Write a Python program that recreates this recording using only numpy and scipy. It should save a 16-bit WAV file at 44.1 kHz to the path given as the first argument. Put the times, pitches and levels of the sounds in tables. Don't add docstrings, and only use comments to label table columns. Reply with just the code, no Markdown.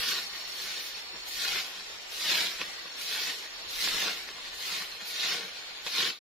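import sys
import numpy as np
from scipy import signal
from scipy.io import wavfile
from scipy.ndimage import uniform_filter1d

SR = 44100
rng = np.random.default_rng(int(sys.argv[2]) if len(sys.argv) > 2 else 0)


def convert_level_to_amplitude(level_db):
    exponent = np.asarray(level_db, float) / 20
    return 10 ** exponent


def master_out(mix):
    frames = np.transpose(np.atleast_2d(mix))
    ceiling = np.clip(frames, -1, 1)
    pcm = np.round(ceiling * 32767).astype(np.int16)
    wavfile.write(sys.argv[1], SR, pcm)


N = 273861

# start_s (tips touch down), gather_s, push_s, crackle_db, hiss_db (re crackle)
STROKES = [
    (-.15, .14, .18, -30, 2),
    (0.482, .15, .16, -36.5, 4),
    (1.271, 0.16, 0.15, -29, 1),
    (2.122, 0.18, 0.15, -27, 0.5),
    (2.99, 0.14, 0.17, -31.5, 2.5),
    (3.702, 0.13, 0.27, -28, 2),
    (4.539, 0.16, 0.061, -32, 1.5),
    (5.061, 0.17, 0.11, -29, -2.5),
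    (5.854, 0.11, .11, -28.5, -2),
]
LAYER_HZ = (400, 1600, 4000, 10000)
LAYER_DB = (-4.5, -3, 0, 0)
TOUCH_DB = (-22.5, -20, -12.5, -8.5)
PUSH_DB_PER_S = (18, -1, -5, -26.5)
LIFT_DB_PER_S = (-160, -170, -150, -83)
SETTLE_DB = (-11, -8.5, -12, -11.5)
SETTLE_DB_PER_S = (-10, -13, -23, -19)
# centre_s, level_db, length_s, heavy_db (per layer toward the bass)
STRAYS = [(0.097, -32.5, 0.016, -3.5), (0.379, -41.5, 0.046, 0.5), (0.682, -43, 0.029, 2.5),
          (0.974, -42.5, 0.041, 0), (1.15, -54.5, 0.034, 10.5), (1.294, -46, 0.011, -7),
          (1.558, -38.5, 0.017, 3), (2.135, -60, 0.014, -3), (3.015, -39, 0.024, -3.5),
          (5.09, -43.5, .025, -6), (0.858, -43, .04, -5.5), (6.165, -44.5, 0.012, 2),
          (1.806, -42.5, 0.017, 2), (2.332, -30, 0.058, 2), (2.617, -38, 0.017, 4), (2.867, -49, 0.017, 4),
          (3.21, -43, 0.026, -1), (3.87, -40, .02, 2), (4.07, -39.5, 0.034, 5.5), (4.26, -49.5, 0.022, 0),
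          (4.294, -48, 0.022, 5.5), (4.459, -45.5, .03, -0.5), (4.764, -43, 0.013, 5.5),
          (4.824, -36.5, 0.018, -0.5), (5.02, -41.5, .012, 4.5), (5.246, -36.5, 0.02, 1.5),
          (5.379, -47.5, 0.07, 8.5), (5.875, -33.5, 0.01, 2), (6.026, -34, 0.055, 2.5)]
# pitch_hz, level_db (per Hz)
BROOM_SPECTRUM = [(59, -53), (100, -38), (210, -6.5), (302, -19.5), (452, -6.5), (676, -16.5), (854, -11),
                  (1030, -10), (2000, -2), (2990, -3), (3700, 1.5), (5650, -4), (8110, -17), (14700, -13),
                  (16000, -19.5)]
# pitch_hz, correlation (-1 to 1)
BROOM_LIKENESS = [(60, .2), (130, 0.54), (290, 1), (640, 0.86), (1410, 0.63), (3100, .6), (6820, 0.44),
                  (15000, 0.4)]
# delay_s, wander_s (as the broom moves), share (gain)
ECHOES = [(.0011, 0.00026, 0.26), (.0027, 0.00013, 0.39), (.0063, 0.00024, .3)]
# pitch_hz, level_db (per Hz)
FOREST_SPECTRUM = [(41, -46), (70, -20), (132, -28), (441, -7.5), (1410, -7), (1980, -5), (2910, -1.5),
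                   (4280, -1.5), (6160, -19), (6900, -3.5), (8090, -86.5), (11900, 7), (13300, -22),
                   (14900, -31), (16000, -71)]
# pitch_hz, correlation (-1 to 1)
FOREST_LIKENESS = [(60, 0.36), (180, 0.67), (550, 0.19), (1650, -0.19), (4970, -0.1), (15000, -0.22)]
# time_s, low_pitch_hz, low_level_db, high_level_db
INSECTS = [
    (0, 4393, -43, -44.5),
    (1.3, 4363, -47.5, -51.5),
    (2, 4390, -75.5, -51.5),
    (2.9, 4305, -48, -50),
    (3.6, 4300, -51.5, -52),
    (4.4, 4260, -52.5, -55),
    (5, 4190, -48.5, -58.5),
    (6.2, 4182, -56.5, -60.5),
]
# time_s, level_db
BREEZE = [(0, -68), (3.3, -70), (4.5, -65.5), (5.5, -73.5), (6.2, -73.5)]
# centre_s, level_db
GUSTS = [(.21, -72), (.67, -61.5), (.94, -62), (1.38, -58.5), (1.54, -57), (1.86, -68), (2.59, -64),
         (3.09, -68), (3.25, -58), (3.76, -55), (3.94, -52.5), (4.21, -67), (4.46, -62), (5.58, -66),
         (5.85, -64.5)]
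# start_s, peak_db, pitch_hz, knock_db (re peak)
SNAPS = [(0.601, -25, 4240, -26), (0.968, -32.5, 4330, -33), (1.149, -37.5, 4200, -11),
         (1.276, -37, 4177, -29), (1.569, -23, 3850, -31), (1.798, -31, 4340, -26),
         (2.6095, -28, 2880, -33), (2.6154, -17.5, 2790, -17), (2.856, -36, 4330, 2),
         (2.996, -38, 4187, -38), (3.769, -35, 3580, -41), (3.876, -21, 2046, -28),
         (4.077, -19.5, 2380, -11.5), (4.289, -28, 2314, -27), (4.822, -28, 2010, -42),
         (5.021, -29, 4080, -21), (5.067, -42, 3595, -40), (5.866, -19.5, 3560, -21)]
# pitch_hz, step_db (re masking level)
COARSENESS = [(100, -14), (1000, -4), (2500, .5), (4500, 3.5), (6000, 6), (7000, 7), (8500, 6.5),
              (12000, 5.5), (15000, 4.5)]
# centre_hz, width_hz, extra_step_db
STARVED = [(7350, 80, 11), (8150, 260, 11), (12100, 280, 10)]
# time_s, gain (0 to 1)
FADE = [(0, 1), (6.105, 1), (6.13, .5), (6.186, .22), (6.192, 0), (6.3, 0)]


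def rms_one(x):
    return x / np.sqrt(np.mean(x ** 2) + 1e-20)


def in_time(rows):
    s, *columns = np.transpose(rows)
    return [np.interp(np.arange(N) / SR, s, c) for c in columns]


def at_hz(points, hz):
    table_hz, value = np.transpose(points)
    return np.interp(np.log(hz), np.log(table_hz), value)


def bandpass(x, low_hz, high_hz):
    return signal.sosfilt(signal.butter(2, [low_hz, high_hz], "band", fs=SR, output="sos"), x)


def drift(rate_hz):
    r = np.exp(-80 * np.pi * rate_hz / SR)
    slow = signal.lfilter([1], [1, -2 * r, r * r], rng.standard_normal(N // 40 + 1002))
    slow = rms_one(slow[1000:])
    return np.interp(np.arange(N) / 40, np.arange(len(slow)), slow)


def bumps(t, at_s, db, length_s):
    return (convert_level_to_amplitude(2 * db) * np.exp(-((t[:, None] - at_s) / length_s) ** 2)).sum(axis=-1)


def bands(source, spectrum, likeness, low_hz, shape_db):
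    out = 0
    edges = low_hz * 2 ** (np.arange(23) / 3)
    for k, (low, high) in enumerate(zip(edges, edges[1:])):
        mid, side = bandpass(source[k % 2], low, high)
        hz = np.sqrt(low * high)
        alike = np.clip(at_hz(likeness, hz), -.95, .95)
        gain = convert_level_to_amplitude(at_hz(spectrum, hz) + shape_db(hz))
        spread = np.sqrt(1 - alike) * side * [[1], [-1]]
        out = out + gain * (np.sqrt(1 + alike) * mid + spread)
    return out


def grains(per_s, spread_db, smooth, count):
    born = rng.random((count, N)) < per_s / SR
    rise = np.minimum(rng.exponential(1, (count, N)), 4)
    sizes = convert_level_to_amplitude(spread_db * rise) * rng.choice([-1, 1], (count, N))
    return rms_one(rms_one(born * sizes) + smooth * rng.standard_normal((count, N)))


def sweeping():
    touch_db_per_s = 620
    t = np.arange(0, N, 64) / SR
    per_layer = (LAYER_DB, TOUCH_DB, PUSH_DB_PER_S, LIFT_DB_PER_S, SETTLE_DB, SETTLE_DB_PER_S)
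    own, touch, push, lift, settle, settle_rate = (np.array(v)[:, None] for v in per_layer)
    tips_only = np.eye(4)[:, 3:]
    power = 1e-12
    for start_s, gather_s, push_s, crackle_db, hiss_db in STROKES:
        since = t - start_s
        after = np.maximum(since - gather_s - push_s, 0)
        held = crackle_db + own + hiss_db * tips_only
        held = held + touch_db_per_s * np.minimum(since, 0)
        held = held + touch * np.clip(1 - since / gather_s, 0, 1)
        held = held + push * np.clip(since - gather_s, 0, push_s)
        lifted = convert_level_to_amplitude(2 * lift * after)
        settling = convert_level_to_amplitude(2 * (settle + settle_rate * after))
        power = power + convert_level_to_amplitude(2 * held) * (lifted + settling)
    s, db, length_s, heavy_db = np.transpose(STRAYS)
    power = power + [bumps(t, s, db + heavy_db * steps, length_s) for steps in (2, 1, 0, -2)]
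    return np.array([np.interp(np.arange(N) / SR, t, 10 * np.log10(p)) for p in power])


def broom():
    clump_db, patch_db = 0.79, 1.5
    layers = sweeping()
    clumps = clump_db * (.3 * drift(16) + drift(70))

    def shape_db(hz):
        place = np.interp(np.log(hz), np.log(LAYER_HZ), np.arange(4))
        weights = np.maximum(1 - abs(place - np.arange(4)), 0)
        return weights @ layers + clumps + patch_db * drift(19.4)

    rustle = grains(per_s=3500, spread_db=5, smooth=.6, count=4).reshape(2, 2, N)
    return convert_level_to_amplitude(5.0) * bands(rustle, BROOM_SPECTRUM, BROOM_LIKENESS, 110, shape_db)


def near_echoes(x):
    out, n = x.copy(), np.arange(N)
    for delay_s, wander_s, share in ECHOES:
        path_s = delay_s + wander_s * drift(1.5)
        left, right = [np.interp(n - SR * path_s * ear, n, side) for ear, side in zip((1, 1.04), x)]
        out = out + share * np.array([left, right])
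    return out


def forest():
    together = drift(7.5)

    def shape_db(hz):
        return together + 1.5 * drift(12)

    noise = rng.standard_normal((2, 2, N))
    hush = bands(noise, FOREST_SPECTRUM, FOREST_LIKENESS, 118.1, shape_db)
    return convert_level_to_amplitude(-41.5) * rms_one(hush)


def singer(hz, level_db, width_hz, throb_hz, depth):
    t = np.arange(N) / SR
    carrier = np.exp(2j * np.pi * np.cumsum(hz + 0 * t) / SR)
    waver = np.array([drift(width_hz) + 1j * drift(width_hz) for ear in range(2)])
    throb = 1 + depth * np.sin(2 * np.pi * throb_hz * t + 1.5 * drift(3))
    return convert_level_to_amplitude(level_db) * rms_one((carrier * waver).real * throb)


def insects():
    low_hz, low_db, high_db = in_time(INSECTS)
    low = singer(low_hz, low_db, width_hz=50, throb_hz=62, depth=.3)
    return low + singer(5445, high_db, width_hz=38, throb_hz=37, depth=.3)


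def wind():
    gusts = bandpass(rng.standard_normal((2, N)), 15, 48)
    rumble = bandpass(rng.standard_normal((2, N)), 45, 110)
    t = np.arange(0, N, 256) / SR
    gust_s = 0.033
    puffs = np.interp(np.arange(N) / SR, t, bumps(t, *np.transpose(GUSTS), gust_s))
    force = np.sqrt(convert_level_to_amplitude(2 * in_time(BREEZE)[0]) + puffs)
    port_gain = convert_level_to_amplitude(np.array([[0.0], [3.5]]))
    return force * port_gain * rms_one(gusts) + convert_level_to_amplitude(-74.5 + 4.0 * drift(5.1)) * rms_one(rumble)


def ring(clicks, hz, t60):
    r, w = convert_level_to_amplitude(-60 / (t60 * SR)), 2 * np.pi * hz / SR
    return signal.lfilter([0, np.sin(w)], [1, -2 * r * np.cos(w), r * r], clicks + 1e-18)


def snaps():
    out = np.zeros(N)
    click = np.zeros(2000)
    click[[0, 60, 190]] = 1, -.4, .2
    for s, db, hz, knock_db in SNAPS:
        crack = 1.3 * ring(click, hz, 0.004)
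        crack = crack + 0.34 * ring(click, hz * 0.81, 0.0036) + 0.33 * ring(click, hz * 1.9, 0.0033)
        knock = convert_level_to_amplitude(knock_db) * (ring(click, 1120, 0.01) + 0.47 * ring(click, 570, 0.016))
        at = round(s * SR)
        out[at:at + 2000] += convert_level_to_amplitude(db) * (crack + knock)
    return signal.sosfilt(signal.butter(2, 350, "high", fs=SR, output="sos"), out)


def slow_whim(shape, frames):
    return rms_one(uniform_filter1d(rng.standard_normal(shape), size=frames, axis=1))


def camera_rounding(x):
    hop, spread_hz, whim_db, quiet_db, full_top_hz = 1024, 900, 5.0, -65, 15600
    n, k = np.arange(2 * hop), np.arange(hop)
    window = np.sin(np.pi * (n + .5) / (2 * hop))
    cosines = np.cos(np.pi / hop * np.outer(k + .5, n + .5 + hop / 2))
    basis = window * cosines * np.sqrt(2 / hop)
    mid_side = np.array([x[0] + x[1], x[0] - x[1]]) / 2
    blocks = np.pad(mid_side, [(0, 0), (hop, 2 * hop - N % hop)]).reshape(2, -1, hop)
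    lines = np.concatenate([blocks[:, :-1], blocks[:, 1:]], axis=2) @ basis.T
    hz = (k + .5) * SR / 2 / hop
    power = uniform_filter1d((lines ** 2).mean(axis=0), int(spread_hz / hz[0] / 2), axis=1)
    whim = slow_whim((2, len(power), hop // 5 + 1), 5)[..., k // 5]
    step_db = at_hz(COARSENESS, hz) + whim_db * (1 + .5 * (hz > 5900)) * whim
    thrift = slow_whim((4, len(power), 1), 4)
    busy = np.log(power[:, -hop // 2:].mean(axis=1, keepdims=True) + 1e-12)
    busy = rms_one(busy - busy.mean())
    top_hz = full_top_hz - 550 * np.clip(.7 * thrift[3] + .3 - .8 * busy, 0, 2)
    for (centre_hz, width_hz, extra_db), mood in zip(STARVED, thrift):
        bell = np.exp(-((hz - centre_hz) / width_hz) ** 2)
        step_db = step_db + extra_db * (1 + .5 * mood - .3 * busy) * bell
    quiet = convert_level_to_amplitude(2 * quiet_db) * (hz / full_top_hz) ** 6
    step = np.sqrt(power + quiet) * convert_level_to_amplitude(step_db) + 1e-9
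    lines = np.sign(lines) * np.floor(abs(lines) / step + 0.3) * step * (hz < top_hz)
    frames = lines @ basis
    mid, side = (frames[:, :-1, hop:] + frames[:, 1:, :hop]).reshape(2, -1)[:, :N]
    return np.array([mid + side, mid - side])


def scene():
    left, right = near_echoes(broom()) + snaps()
    return np.array([np.roll(left, 1), right]) + forest() + insects() + wind()


def roll_off(x):
    return signal.sosfilt(signal.butter(12, 16330, fs=SR, output="sos"), x)


def record(dry):
    mix = camera_rounding(dry) * in_time(FADE)[0]
    return roll_off(mix)


dry = scene()
out = record(dry)
master_out(out)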